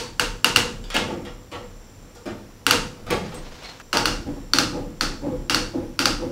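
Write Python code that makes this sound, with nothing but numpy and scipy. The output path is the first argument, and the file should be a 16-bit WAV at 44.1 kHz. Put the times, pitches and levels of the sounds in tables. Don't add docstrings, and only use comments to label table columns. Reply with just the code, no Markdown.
import sys
import numpy as np
from scipy import signal
from scipy.fft import rfft, irfft
from scipy.io import wavfile
from scipy.ndimage import uniform_filter1d

SR = 44100
rng = np.random.default_rng(int(sys.argv[2]) if len(sys.argv) > 2 else 0)


def decibels_to_gain(level_db):
    exponent = np.asarray(level_db, float) / 20
    return 10 ** exponent


def to_wav(sig):
    pcm = np.clip(np.atleast_2d(sig), -1, 1) * 32767
    pcm = np.round(pcm).astype(np.int16)
    wavfile.write(sys.argv[1], SR, pcm.T)


N = 278271
CHANGE_S = 3.82

# start in seconds, level in dB of the low, middle and high steel mode, shed echo in dB.
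SNAPS = [(0.196, -4.5, -8.5, -11.5, -24), (0.4444, -2.5, -2, -5, -21.5), (0.5604, -3.5, 0, -3.5, -21.5),
         (0.965, -11, -9.5, -26.5, -31), (2.6657, -3.5, -5, -7.5, -22.5), (2.709, -3.5, -5, -3, -20),
         (3.9294, -10, -15, -14, -23), (3.9704, -10, -15.5, -8.5, -23.5), (4.0559, -6, -11.5, -8.5, -22),
         (4.5348, -6.5, -18, -2.5, -21), (4.5855, -4.5, -12.5, -1, -20), (5.0095, -8, -18, -8, -22.5),
         (5.4967, -11.5, -11, -10.5, -21), (5.5456, -6.5, -15, -5, -22), (5.991, -10, -11.5, -10, -21.5),
         (6.0559, -5, -10, -3, -20.5)]
# centre in Hz, width in Hz, level in dB.
BOX = [(243, 72, 1.5), (489, 26.6, 9), (907, 57, 0.5), (1122, 33, -5), (1435, 80, -9.5), (1620, 15, -21.5)]
# centre in Hz, width in Hz, level in dB.
FRAME = [(274, 72, 11.5), (339, 34.6, 11), (499, 26, 10), (580, 66, -4.5), (706, 21, -41), (823.5, 23.4, 2),
         (1340, 18, -38), (177, 346, -1)]
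# start in seconds, level in dB, length in seconds.
THUDS = [
    (4.256, -36, 0.032),
    (4.72, -33, 0.06),
    (5.215, -32.5, 0.064),
    (5.73, -34.5, 0.038),
    (6.2, -33, 0.044),
]
# start in seconds, level in dB, length in seconds,
# grit in dB over the wood, boom in dB over the wood.
THUMPS = [
    (0.941, -32.5, 0.027, 9, 11.5),
    (.96, -44.5, 0.015, 12, 16),
    (1.075, -41.5, 0.053, -20, 20.5),
    (1.514, -40.5, 0.042, -3.5, 6.5),
    (2.256, -36, 0.017, -5.5, 18),
    (3.063, -44, 0.034, -1, 13.5),
    (3.103, -33, 0.014, 7, 20),
    (3.298, -46.5, 0.06, -4.5, 12.5),
]


def level(x, db):
    return x * decibels_to_gain(db) / np.sqrt(np.mean(x ** 2))


def peak(x, db):
    return x * decibels_to_gain(db) / np.max(np.abs(x))


def ring(x, hz, width_hz):
    return signal.lfilter(*signal.iirpeak(hz, hz / width_hz, fs=SR), x)


def body(x, modes):
    return sum((-1) ** k * decibels_to_gain(db) * ring(x, hz, width) for k, (hz, width, db) in enumerate(modes))


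def noise():
    return rng.standard_normal(N)


def walk(rate):
    k = int(SR / rate)
    steps = np.repeat(rng.standard_normal(N // k + 1), k)
    return 1.3 * uniform_filter1d(uniform_filter1d(steps, k), k)[:N]


def add(track, s, sound):
    if s < CHANGE_S:
        left_s = CHANGE_S - s - np.arange(len(sound)) / SR
        sound = sound * np.clip(left_s / .004, 0, 1)
    i = int(s * SR)
    part = sound[max(-i, 0):N - i]
    track[max(i, 0):max(i, 0) + len(part)] += part


def snap(crack_db, *mode_db):
    # centre in Hz, width in Hz.
    main_modes = [(1400, 278), (2820, 146), (4550, 314)]
    # centre in Hz, width in Hz, level in dB over the high mode.
    high_side = [(3600, 170, -13), (5760, 320, -9)]
    # centre in Hz, width in Hz, level in dB over the crack.
    crack_side = [(8000, 800, -5), (10400, 1900, -2)]
    t = np.arange(1024) / SR
    chatter = rng.standard_normal(len(t)) * t * np.exp(-t / .0007)
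    blow = t * np.exp(-t / .00008) + .02 * chatter
    steel = peak(np.diff(chatter, prepend=0), crack_db)
    for (hz, width), db in zip(main_modes, mode_db):
        steel = steel + peak(ring(ring(blow, hz, width), hz, 7 * width), db)
    for hz, width, db in high_side:
        steel = steel + peak(ring(ring(blow, hz, width), hz, 3 * width), mode_db[-1] + db)
    for hz, width, db in crack_side:
        steel = steel + peak(ring(chatter, hz, width), crack_db + db)
    return signal.lfilter(*signal.butter(4, 980, "high", fs=SR), steel)


def snaps(track, spots):
    # mode levels in dB (low, middle, high), shed echo in dB.
    earlier = (-17, -33, -1.5, -27.5)
    # mode levels in dB (low, middle, high), shed echo in dB.
    bounce = (-12, -13.5, -7.5, -26.5)
    # centre in Hz, width in Hz, level in dB.
    box_boom = (150, 100, 4.4)
    # centre in Hz, width in Hz, level in dB.
    mesh = [(3000, 14000, -1.5), (5270, 990, 0)]
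    crack_under_db = (-5, -8.5)
    box_thump_db, bench_thump_db, jaws_db = 12.5, 7.5, -3.5
    click = signal.unit_impulse(4096)
    box = decibels_to_gain(box_thump_db) * body(click, BOX) + body(click, [box_boom])
    bench = decibels_to_gain(bench_thump_db) * (body(click, FRAME) + 0.07 * ring(click, 1100, 400))
    for k, (s, *blow_db, shed_db) in enumerate([(-.04, *earlier), (.5695, *bounce), *SNAPS]):
        on_roll = int(s > CHANGE_S)
        steel = snap(np.mean(blow_db) + crack_under_db[on_roll], *blow_db)
        wire = body(click, [mesh[on_roll]])
        jaws = decibels_to_gain(jaws_db) * np.pad(steel, (0, 3072)) / np.linalg.norm(steel)
        wood = bench if on_roll else box
        parts = [click + wire, jaws, wood]
        echo = sum(signal.fftconvolve(part, spots[(k + j) % 5]) for j, part in enumerate(parts))
        add(track, s, steel)
        add(track, s, 8 * decibels_to_gain(shed_db) * echo)


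def scrape(length_s, rise, uneven_db=3.5):
    t = np.arange(8192) / SR
    contacts = rng.standard_normal(len(t)) * decibels_to_gain(uneven_db * rng.exponential(size=len(t)))
    shape = np.minimum(t / (rise * length_s), 1) * np.exp(-(t / length_s) ** 2)
    return contacts * shape / np.sqrt(np.mean(contacts ** 2))


def knocks(track, spots):
    # start in seconds, level in dB, length in seconds,
    # grit in dB over the wood, grit centre in Hz.
    taps = [(.840, -44.5, 0.006, 5, 2740), (.902, -44.5, 0.0074, 15, 2400), (1.25, -43.5, 0.014, 4, 1910),
            (2.15, -52, 0.017, 0.5, 5900), (2.971, -51, 0.0055, 0, 3000), (3.106, -61.5, 0.011, 25, 9100),
            (3.13, -41.5, 0.028, 4, 480), (3.342, -59, 0.021, 9, 8000), (3.634, -43.5, 0.0032, 9, 2500),
            (3.799, -59, 0.0023, 25, 1404), (3.932, -27, 0.026, 3.5, 750)]
    tap_boom_db, thump_grit_hz = 1, 1970
    blows = [(*row, tap_boom_db) for row in taps]
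    blows += [(*row, thump_grit_hz, boom_db) for *row, boom_db in THUMPS]
    for k, (s, db, length_s, grit_db, grit_hz, boom_db) in enumerate(sorted(blows)):
        rub, grit = scrape(length_s, .1), scrape(.6 * length_s, .1)
        boom = ring(ring(rub, 367, 250), 290, 270) + 0.42 * ring(rub, 232, 52)
        wood = 3.44 * body(rub, BOX[1:]) + 0.75 * ring(rub, 830, 930) + decibels_to_gain(boom_db) * boom
        crunch = ring(grit, grit_hz, 1.1 * grit_hz) + .012 * grit
        knock = decibels_to_gain(db) * (wood + decibels_to_gain(grit_db) * crunch)
        add(track, s, 2.4 * knock)
        add(track, s, 1.33 * signal.fftconvolve(knock, spots[k % 5]))


def tinks(track):
    # start in seconds, peak level in dB, centre in Hz, width in Hz.
    touches = [
        (0.841, -31, 2880, 700),
        (3.343, -39.5, 8360, 90),
        (3.345, -41, 7700, 200),
        (3.638, -33.5, 4220, 61),
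        (3.64, -37, 2240, 90),
        (3.799, -29.5, 1380, 450),
        (3.115, -16, 490, 50),
    ]
    for s, db, hz, width_hz in touches:
        add(track, s, peak(ring(scrape(4 / width_hz, .05), hz, width_hz), db))


def rustle():
    # time in seconds, level in dB.
    drag = [
        (3.2, -52),
        (3.248, -39.5),
        (3.364, -48),
        (3.652, -41.5),
        (3.78, -47),
        (3.82, -45),
    ]
    uneven_db = 3.5 * np.minimum(rng.exponential(size=N), 5) + 2.2 * walk(90)
    ticks = noise() * decibels_to_gain(uneven_db)
    ticks = ring(ticks, 740, 1050) + 0.31 * ring(ticks, 3100, 4000)
    ticks = signal.lfilter(*signal.butter(3, 6500, fs=SR), ticks)
    t = np.arange(N) / SR
    moving = np.clip((t - drag[0][0]) / .08, 0, 1) * (t < CHANGE_S)
    times, db = np.transpose(drag)
    return level(ticks, 0) * decibels_to_gain(np.interp(t, times, db)) * moving


def thuds(track, spots):
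    for k, (s, db, length_s) in enumerate(THUDS):
        thud = decibels_to_gain(db) * 4 * body(scrape(length_s, 0.34, uneven_db=0.5), FRAME)
        thud = signal.lfilter(*signal.butter(4, 1150, fs=SR), thud)
        add(track, s, 1.7 * thud)
        add(track, s, 0.72 * signal.fftconvolve(thud, spots[k % 5]))


def shed():
    # centre in Hz, time in seconds.
    decay = [(120, 0.89), (300, 0.55), (700, 0.41), (1400, 0.39), (2800, 0.37), (5600, 0.4), (11000, 0.19),
             (16000, 0.2)]
    # centre in Hz, level in dB.
    tint = [(120, 15.5), (300, 9.5), (700, 11), (1400, 11.5), (2800, 11), (5600, 8), (11000, -6.5),
            (16000, -21)]
    build_s, hold_s = 0.0014, 0.025
    t = np.arange(SR) / SR
    fall_s = np.hypot(t, hold_s) - hold_s
    spectrum, octave = rfft(rng.standard_normal(SR)), np.log2(np.arange(SR // 2 + 1) + 1)
    out = 0
    for (hz, t60), (_, db) in zip(decay, tint):
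        share = np.exp(-((octave - np.log2(hz)) / .7) ** 2)
        out = out + decibels_to_gain(db) * irfft(spectrum * share) * decibels_to_gain(-60 * fall_s / t60)
    return out * (1 - np.exp(-(t / build_s) ** 2)) / 30


def work():
    track, spots = rustle(), [shed()[:SR * 3 // 4] for _ in range(5)]
    snaps(track, spots)
    knocks(track, spots)
    thuds(track, spots)
    tinks(track)
    return track


def crickets():
    # start in seconds, end in seconds, level in dB.
    songs = [
        (-.2, 2.35, -64),
        (3.82, 5.49, -64),
    ]
    near_hz, stroke_rate_hz, fade_s, rest_db = 7380, 70.7, .015, -81
    chorus_hz, chorus_db = 5690, -61.5
    t = np.arange(N) / SR
    phase = t * stroke_rate_hz % 1
    strokes = np.exp(-((phase - .2) / .11) ** 2) + .7 * np.exp(-((phase - .62) / .11) ** 2)
    wing = ring(noise(), near_hz, 45) + 0.34 * ring(noise(), 6300, 200)
    song = sum(decibels_to_gain(db) * np.clip(np.minimum(t - a, b - t) / fade_s, 0, 1) for a, b, db in songs)
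    near = level(ring(wing * strokes, near_hz, 323), 0) * (song + decibels_to_gain(rest_db))
    far = 0
    for hz in (.97 * chorus_hz, 1.04 * chorus_hz):
        far = far + ring(ring(noise(), hz, 350), hz, 660) * decibels_to_gain(1.74 * walk(5.9))
    return near + level(far, chorus_db)


def air():
    # time of the top in seconds, level in dB, half length in seconds.
    gusts = [(0.043, -37, .08), (0.29, -33, .07), (0.533, -45, 0.041), (.78, -33, 0.155), (1.287, -38, .09),
             (1.75, -52, 0.19), (2.06, -50, .1), (2.843, -35, 0.07), (3.04, -36, 0.058), (3.366, -41, 0.18),
             (4.11, -26, 0.077), (4.313, -36.5, 0.12), (4.676, -40, 0.13), (4.87, -43, .08),
             (5.11, -33.5, 0.087), (5.394, -34, 0.058), (5.62, -39.5, 0.11), (5.876, -44.5, 0.062),
             (6.146, -32.5, 0.074)]
    # frequency in Hz, level in dB per Hz.
    hiss_colour = [(150, -50.5), (250, -17), (493, -17), (618, -16), (875, -10.5), (3460, -18),
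                   (5630, -19.5), (6590, -25.5), (7190, -13), (7840, -24), (16000, -25.5)]
    calm_db, rumble_db, hiss_db = -49.5, -50, -55
    puff_rumble_db = -17
    shake_s, shake_db, snap_shake_db = 0.057, -8.5, -27.5
    t = np.arange(N) / SR
    puffs = sum(decibels_to_gain(db) * np.exp(-((t - s) / half_s) ** 2) for s, db, half_s in gusts)
    blows = [(s, db + shake_db) for s, db, *_ in THUDS + THUMPS]
    blows += [(s, db + snap_shake_db) for s, *_, db in SNAPS]
    shake = 0
    for s, db in blows:
        late = np.maximum(t - s, 0) / shake_s
        shake = shake + decibels_to_gain(db) * late * np.exp(1 - late)
    stir = np.sin(2 * np.pi * np.cumsum(32 + 5 * walk(14)) / SR)
    deep = level(stir * (1 + .55 * walk(22)), 0)
    low = ring(ring(noise(), 63, 23), 60, 27) + 1.09 * ring(noise(), 96.3, 28)
    low = low + 0.55 * ring(noise(), 220, 140) + .5 * ring(noise(), 487, 40)
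    low = level(low, 2.03)
    hz, db = np.transpose(hiss_colour)
    colour = decibels_to_gain(np.interp(np.log(np.arange(N // 2 + 1) * SR / N + 1), np.log(hz), db))
    hiss = level(irfft(rfft(noise()) * colour, N), hiss_db)
    rumble = decibels_to_gain(rumble_db) + decibels_to_gain(puff_rumble_db) * puffs + shake
    return (decibels_to_gain(calm_db) + puffs) * deep + rumble * decibels_to_gain(0.43 * walk(5)) * low + hiss * decibels_to_gain(0.27 * walk(1.73))


def scene():
    return (work() + crickets() + air())[None]


def band_limit(x):
    return signal.sosfilt(signal.butter(12, 16840, fs=SR, output="sos"), x)


def record(dry):
    top = signal.sosfilt(signal.ellip(10, .2, 70, 15700, fs=SR, output="sos"), dry)
    mix = np.clip(1.74 * np.tanh(top / 1.837), -1, 1)
    return band_limit(mix)


dry = scene()
out = record(dry)
to_wav(out)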